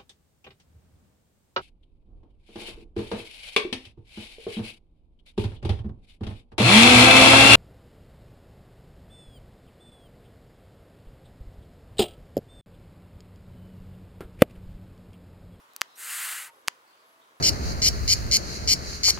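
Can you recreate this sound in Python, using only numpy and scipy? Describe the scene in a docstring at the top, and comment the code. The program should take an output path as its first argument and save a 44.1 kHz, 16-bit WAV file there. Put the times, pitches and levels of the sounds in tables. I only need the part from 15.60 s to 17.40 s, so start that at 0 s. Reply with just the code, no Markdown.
"""A low wash of forest air, with a thin on-off whine and small birds far away. Close by, an owl chick
threatens from its twig nest: two light bill ticks, a sharp snap, one long hiss through the open bill,
and a second snap. Each snap is a graze of the bill edges, then the full clap; the hiss is air forced
through the throat, which whistles briefly at each end. The wood gives a faint echo, and two soft hoots
come from deep among the trees."""
import sys
import numpy as np
from scipy import signal
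from scipy.fft import rfft, irfft
from scipy.io import wavfile
from scipy.ndimage import uniform_filter1d

SR = 44100
rng = np.random.default_rng(int(sys.argv[2]) if len(sys.argv) > 2 else 0)


def master_out(mix):
    """Clip the mix to full scale and print it as 16-bit PCM to the path in sys.argv[1]."""
    frames = np.transpose(np.atleast_2d(mix))
    ceiling = np.clip(frames, -1, 1)
    pcm = np.round(ceiling * 32767).astype(np.int16)
    wavfile.write(sys.argv[1], SR, pcm)


N = 79380

# Colour of a light touch of the bill, tick or scrape. Each row: frequency in Hz, gain in dB.
TICK_COLOUR = [(100, -48), (600, -39), (1200, -8.5), (2100, -23), (2800, -15), (3300, -19.5), (4800, -9),
               (8500, -12), (15000, -10.5)]


def amp(db):
    """Decibels to amplitude."""
    return 10 ** (np.asarray(db) / 20)


def unit(x):
    """Scales to rms 1."""
    return x / np.sqrt(np.mean(x ** 2) + 1e-20)


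def read(points, hz):
    """Reads a curve on a log-frequency axis."""
    f, value = np.transpose(points)
    return np.interp(np.log(hz + 1), np.log(f + 1), value)


def add(mix, start_s, sound):
    """Lays a sound into the stereo mix."""
    part = mix[:, max(round(start_s * SR), 0):][:, :sound.shape[-1]]
    part += sound[..., :part.shape[1]]


def frames(size=512):
    """Times (a column) and frequencies of the short-time grid."""
    t = np.arange(4 * N // size + 5) * size / 4 / SR
    return t[:, None], np.fft.rfftfreq(size, 1 / SR)


def turbulence(gain, likeness, patch_db, flutter_db, size=512):
    """Stereo noise shaped by a gain over time and frequency, with random patches and level flutter."""
    t, hz = frames(size)
    a, b, c, d, patch = rng.standard_normal((5, len(t), len(hz)))
    patch = uniform_filter1d(patch, size=8, axis=0)
    patch = unit(uniform_filter1d(patch, size=7, axis=1))
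    flutter = unit(uniform_filter1d(rng.standard_normal(t.shape), size=3, axis=0))
    same = np.clip(read(likeness, hz), -1, 1)
    left = a + 1j * b
    right = same * left + np.sqrt(1 - same ** 2) * (c + 1j * d)
    spectra = np.array([left, right]) * gain * amp(patch_db * patch + flutter_db * flutter)
    return signal.istft(spectra.swapaxes(1, 2), nperseg=size, noverlap=3 * size // 4)[1][:, :N]


def pan(x, balance, lead):
    """Places a source off centre through level and phase differences between left and right."""
    hz = np.fft.rfftfreq(N, 1 / SR)
    half = amp(read(balance, hz) / 2) * np.exp(.5j * read(lead, hz))
    return irfft(rfft(x) * np.array([half, 1 / half]), N)


def forest_air():
    """The wash of the forest, arriving mostly from the right and easing slightly."""
    # Colour of the air. Each row: frequency in Hz, relative level in dB.
    colour = [(20, -44), (40, -31), (80, -25.5), (170, -23), (280, -13), (480, -9), (750, -10), (1080, -2),
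              (1500, -9), (2300, -15), (3500, -17.5), (4600, -21), (5900, -23.5), (11000, -26.5),
              (15800, -30)]
    # Stereo width. Each row: frequency in Hz, left-right likeness (1 is mono).
    likeness = [(60, .99), (150, 0.85), (300, 0.73), (600, 0.64), (1100, 0.53), (2000, 0.27), (4000, 0.14),
                (8000, 0.25), (15000, 0.36)]
    # Stereo tilt. Each row: frequency in Hz, left minus right in dB.
    balance = [(200, -0.7), (1000, -0.5), (4000, 0.7)]
    # Direction of arrival. Each row: frequency in Hz, left's lead in radians.
    lead = [(260, 0), (780, -1.16), (1200, -3), (2000, -3), (3600, -.8), (5000, -0.5)]
    fade_db_per_s = -0.8
    t, hz = frames(size=2048)
    gain = amp(read(colour, hz) + fade_db_per_s * t)
    wash = turbulence(gain, likeness, patch_db=1.2, flutter_db=.3, size=2048)
    return amp(-59) * unit(pan(wash, balance, lead))


def whine():
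    """A faint high tone switches on and off, perhaps a lens motor."""
    # Spells of whine. Each row: start in seconds, length in seconds.
    spells = [(0, .047), (0.904, 0.04796), (0.954, 0.07), (1.458, 0.087), (1.77, .04)]
    pitch_hz, edge_s = 11267, 0.003
    t = np.arange(N) / SR
    gate = sum(np.clip(np.minimum(t - s, s + length - t) / edge_s, 0, 1) for s, length in spells)
    return amp(-74) * gate * np.sqrt(2) * np.sin(2 * np.pi * pitch_hz * t)


def far_birds():
    """High notes smeared into narrow bands of noise by distance and trees."""
    # Bird notes. Each row: start in seconds, rough length in seconds, pitch in Hz, level in dB.
    notes = [(0.077, 0.18, 3850, -70), (0.267, 0.23, 3900, -64.5), (0.277, 0.1079, 5199, -71),
             (1.258, 0.11, 4480, -68), (1.316, 0.075, 3300, -69), (1.363, 0.1, 4630, -70.5),
             (1.428, 0.045, 3600, -71.5), (1.61, 0.043, 3670, -66)]
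    width_hz = 320
    out, hz = np.zeros((2, N)), np.fft.rfftfreq(N, 1 / SR)
    for start, length, pitch, db in notes:
        bell = np.exp(-.5 * ((hz - pitch) / width_hz) ** 2)
        band = unit(irfft(rfft(rng.standard_normal((2, N))) * bell, N))
        age = np.arange(N) / SR / (length / 3)  # the note peaks at age 1
        add(out, start, amp(db) * band * age * np.exp(1 - age))
    return out


def ring(colour, size=2048):
    """The quickest causal ring that has the given colour."""
    log_gain = np.log(amp(read(colour, abs(np.fft.fftfreq(size, 1 / SR)))))
    return np.fft.ifft(np.exp(np.conj(signal.hilbert(log_gain)))).real


def click(colour, scatter_db):
    """One contact of the bill, trailed by a few milliseconds of scatter."""
    delay_s, t60_s = .0004, .0083
    t = np.arange(512) / SR
    scatter = rng.standard_normal(len(t)) * (t > delay_s) * amp(-60 * t / t60_s)
    blow = (t == 0) + amp(scatter_db) * scatter / np.linalg.norm(scatter)
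    return np.convolve(blow / np.linalg.norm(blow), ring(colour))


def bill_ticks():
    """Light ticks as the bill parts."""
    # The ticks. Each row: start in seconds, gain in dB.
    ticks = [(0.135, -23), (.1640, 0)]
    out = np.zeros((2, N))
    for start, db in ticks:
        add(out, start, amp(db) * click(TICK_COLOUR, scatter_db=-9))
    return out


def bill_snaps():
    """The edges graze and slide into contact, then the halves clap shut and push out a puff of air."""
    # The snaps. Each row: clap time in seconds, clap gain in dB, the graze's head start in seconds,
    # graze gain in dB, puff gain in dB.
    snaps = [(0.2168, 0.5, 0.0052, -1, -8), (1.0827, 1.5, 0.0056, -1.5, -1.5)]
    # Thin, bright colour of the graze. Each row: frequency in Hz, gain in dB.
    graze_colour = [(100, -40), (800, -54), (1500, -35), (2100, -7), (3000, -2), (3900, -5), (4900, 1),
                    (5600, -3), (6500, -1), (9300, -11.5), (15000, -19.5)]
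    # Full-bodied colour of the clap. Each row: frequency in Hz, gain in dB.
    clap_colour = [(80, -11.5), (450, -0.5), (700, 4), (1100, 13), (1500, 11.5), (1900, 12.5), (2400, 11),
                   (2850, 11.5), (3700, 2.5), (4750, 8.5), (5500, 3.5), (6200, 4.5), (8200, -1),
                   (9200, -12.5), (10400, 2.5), (13000, -9), (16000, -13)]
    puff_hz, scrape_s, smear = 480, .0007, .68
    puff = signal.lfilter(*signal.butter(2, puff_hz, fs=SR), signal.unit_impulse(1024))
    out = np.zeros((2, N))
    for clap_s, clap_db, lead_s, graze_db, puff_db in snaps:
        clap = click(clap_colour, scatter_db=-16)
        clap = signal.lfilter([-smear, 1], [1, -smear], clap)  # an all-pass blurs the attack
        friction = rng.standard_normal(256) * (np.arange(256) / SR < scrape_s)
        scrape = np.convolve(friction, ring(TICK_COLOUR))
        add(out, clap_s - lead_s, amp(graze_db) * click(graze_colour, scatter_db=-11.5))
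        add(out, clap_s - scrape_s, amp(-16) * scrape)
        add(out, clap_s, amp(clap_db) * clap)
        add(out, clap_s, amp(puff_db) * puff)
    return out


def wood_echo(x):
    """Quick reflections from the nest, then a faint tail from the trees."""
    # Decay of the tail. Each row: frequency in Hz, seconds to fall 60 dB.
    t60 = [(200, .25), (1500, .26), (5000, .27), (12000, .12)]
    # Colour of the tail. Each row: frequency in Hz, relative level in dB.
    colour = [(200, -4), (1500, 0), (5000, 0), (7500, 1), (10000, -7), (13000, -8)]
    nest_t60_s, tail_delay_s, size = .06, .011, SR // 2
    hz, t, spectra = signal.stft(rng.standard_normal((2, size)), SR, nperseg=256)
    spectra *= amp(read(colour, hz)[:, None] - 60 * t / read(t60, hz)[:, None])
    tail = signal.istft(spectra, SR, nperseg=256)[1][:, :size]
    spikes = rng.standard_normal(tail.shape) ** 3  # cubing makes single reflections stand out
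    nest = spikes * amp(-60 * np.arange(size) / SR / nest_t60_s)
    echo = amp(-32) * nest / np.linalg.norm(nest[0])
    add(echo, tail_delay_s, amp(-33) * tail / np.linalg.norm(tail[0]))
    return signal.fftconvolve(x, echo, axes=1)[:, :N]


def hiss():
    """Air forced through the throat in one arch; the treble swells first and dies as pressure drops."""
    # Resonances of the throat and open bill. Each row: frequency in Hz, relative level in dB.
    resonances = [(100, -43), (400, -29.5), (750, -14), (1050, -6.5), (1400, 1), (2000, 1), (2450, -4),
                  (2900, -2), (3400, -8.5), (4700, -7), (5700, -12.5), (6600, -5.5), (8300, -2), (9450, -2),
                  (9950, -10), (11100, -1.5), (12500, -8), (14000, -8), (15700, -12.5)]
    # Stereo width. Each row: frequency in Hz, left-right likeness (1 is mono).
    likeness = [(100, 1), (700, 1), (1400, 1), (3100, 0.98), (6800, 1), (12000, .998)]
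    start_s, low_end_s, treble_end_s = .343, .930, .915
    glottis_s = .04  # the airway opens and shuts this quickly
    t, hz = frames()
    treble = read([(2000, 0), (7000, 1)], hz)  # blends each pair below from lows to highs
    end_s = np.interp(treble, [0, 1], [low_end_s, treble_end_s])
    skew = np.interp(treble, [0, 1], [1.04, .95])
    steepness = np.interp(treble, [0, 1], [1.2, 1.05])
    progress = np.clip((t - start_s) / (end_s - start_s), 0, 1)
    arch = abs(np.sin(np.pi * progress ** skew))
    opening = np.clip(np.minimum(t - start_s, end_s - t) / glottis_s, 0, 1)
    flow = opening * arch ** steepness
    mouth_shift = 1 + 0.014 * (1 - arch)  # the resonances sit slightly lower at both ends
    throat = amp(read(resonances, hz * mouth_shift))
    breath = turbulence(flow * throat, likeness, patch_db=0.93, flutter_db=0.54)
    share = np.sqrt((low_end_s - start_s) * SR / N / 2)  # allows for the silence around the hiss
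    return amp(-32.5) * share * unit(breath)


def throat_whistles():
    """The nearly closed throat whistles for an instant at each end of the hiss."""
    # The whistles. Each row: start in seconds, length in seconds, first and last pitch in Hz,
    # level in dB, the octave's relative level in dB.
    whistles = [(0.352, .018, 5500, 6100, -58, -3), (0.869, 0.066, 916, 933, -58, -42)]
    out = np.zeros((2, N))
    for start, length, first_hz, last_hz, db, octave_db in whistles:
        progress = np.arange(0, length, 1 / SR) / length
        phase = 2 * np.pi * np.cumsum(first_hz + (last_hz - first_hz) * progress) / SR
        tone = np.sqrt(2) * (np.sin(phase) + amp(octave_db) * np.sin(2 * phase))
        add(out, start, amp(db) * np.sin(np.pi * progress) * tone)
    return out


def far_hoots():
    """Soft notes that rise and fall, far off among the trees."""
    # The hoots. Each row: start in seconds, length in seconds, end and top pitch in Hz, level in dB.
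    hoots = [(.84, .42, 522, 536, -75), (1.33, .38, 608, 665, -71.5)]
    out = np.zeros((2, N))
    for start, length, end_hz, top_hz, db in hoots:
        progress = np.arange(0, length, 1 / SR) / length
        arch = np.sin(np.pi * progress ** 1.2)
        phase = 2 * np.pi * np.cumsum(end_hz + (top_hz - end_hz) * arch) / SR
        add(out, start, amp(db) * np.sqrt(2 * abs(arch)) * np.sin(phase))
    return out


def scene():
    """The chick close up and a little off centre, with the forest behind it."""
    # The chick's stereo tilt. Each row: frequency in Hz, left minus right in dB.
    balance = [(150, -.3), (350, 0), (700, 1), (1290, 2.4), (2400, 0.5517), (5000, 0.2), (10000, 0)]
    # The chick's direction. Each row: frequency in Hz, left's lead in radians.
    lead = [(100, -0.17), (400, -0.6), (1030, -0.51), (2000, -0.48), (2600, -0.17), (6000, -0.17),
            (12000, -0.17)]
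    chick = pan(bill_ticks() + bill_snaps() + hiss() + throat_whistles(), balance, lead)
    return chick + wood_echo(chick) + forest_air() + far_birds() + far_hoots() + whine()


def record(dry):
    """A steep low-pass trims the very top of the treble."""
    lowpass = signal.firwin(255, cutoff=15950, window=("kaiser", 8), fs=SR)
    return signal.oaconvolve(dry, lowpass[None], "same")


dry = scene()
out = record(dry)
master_out(out)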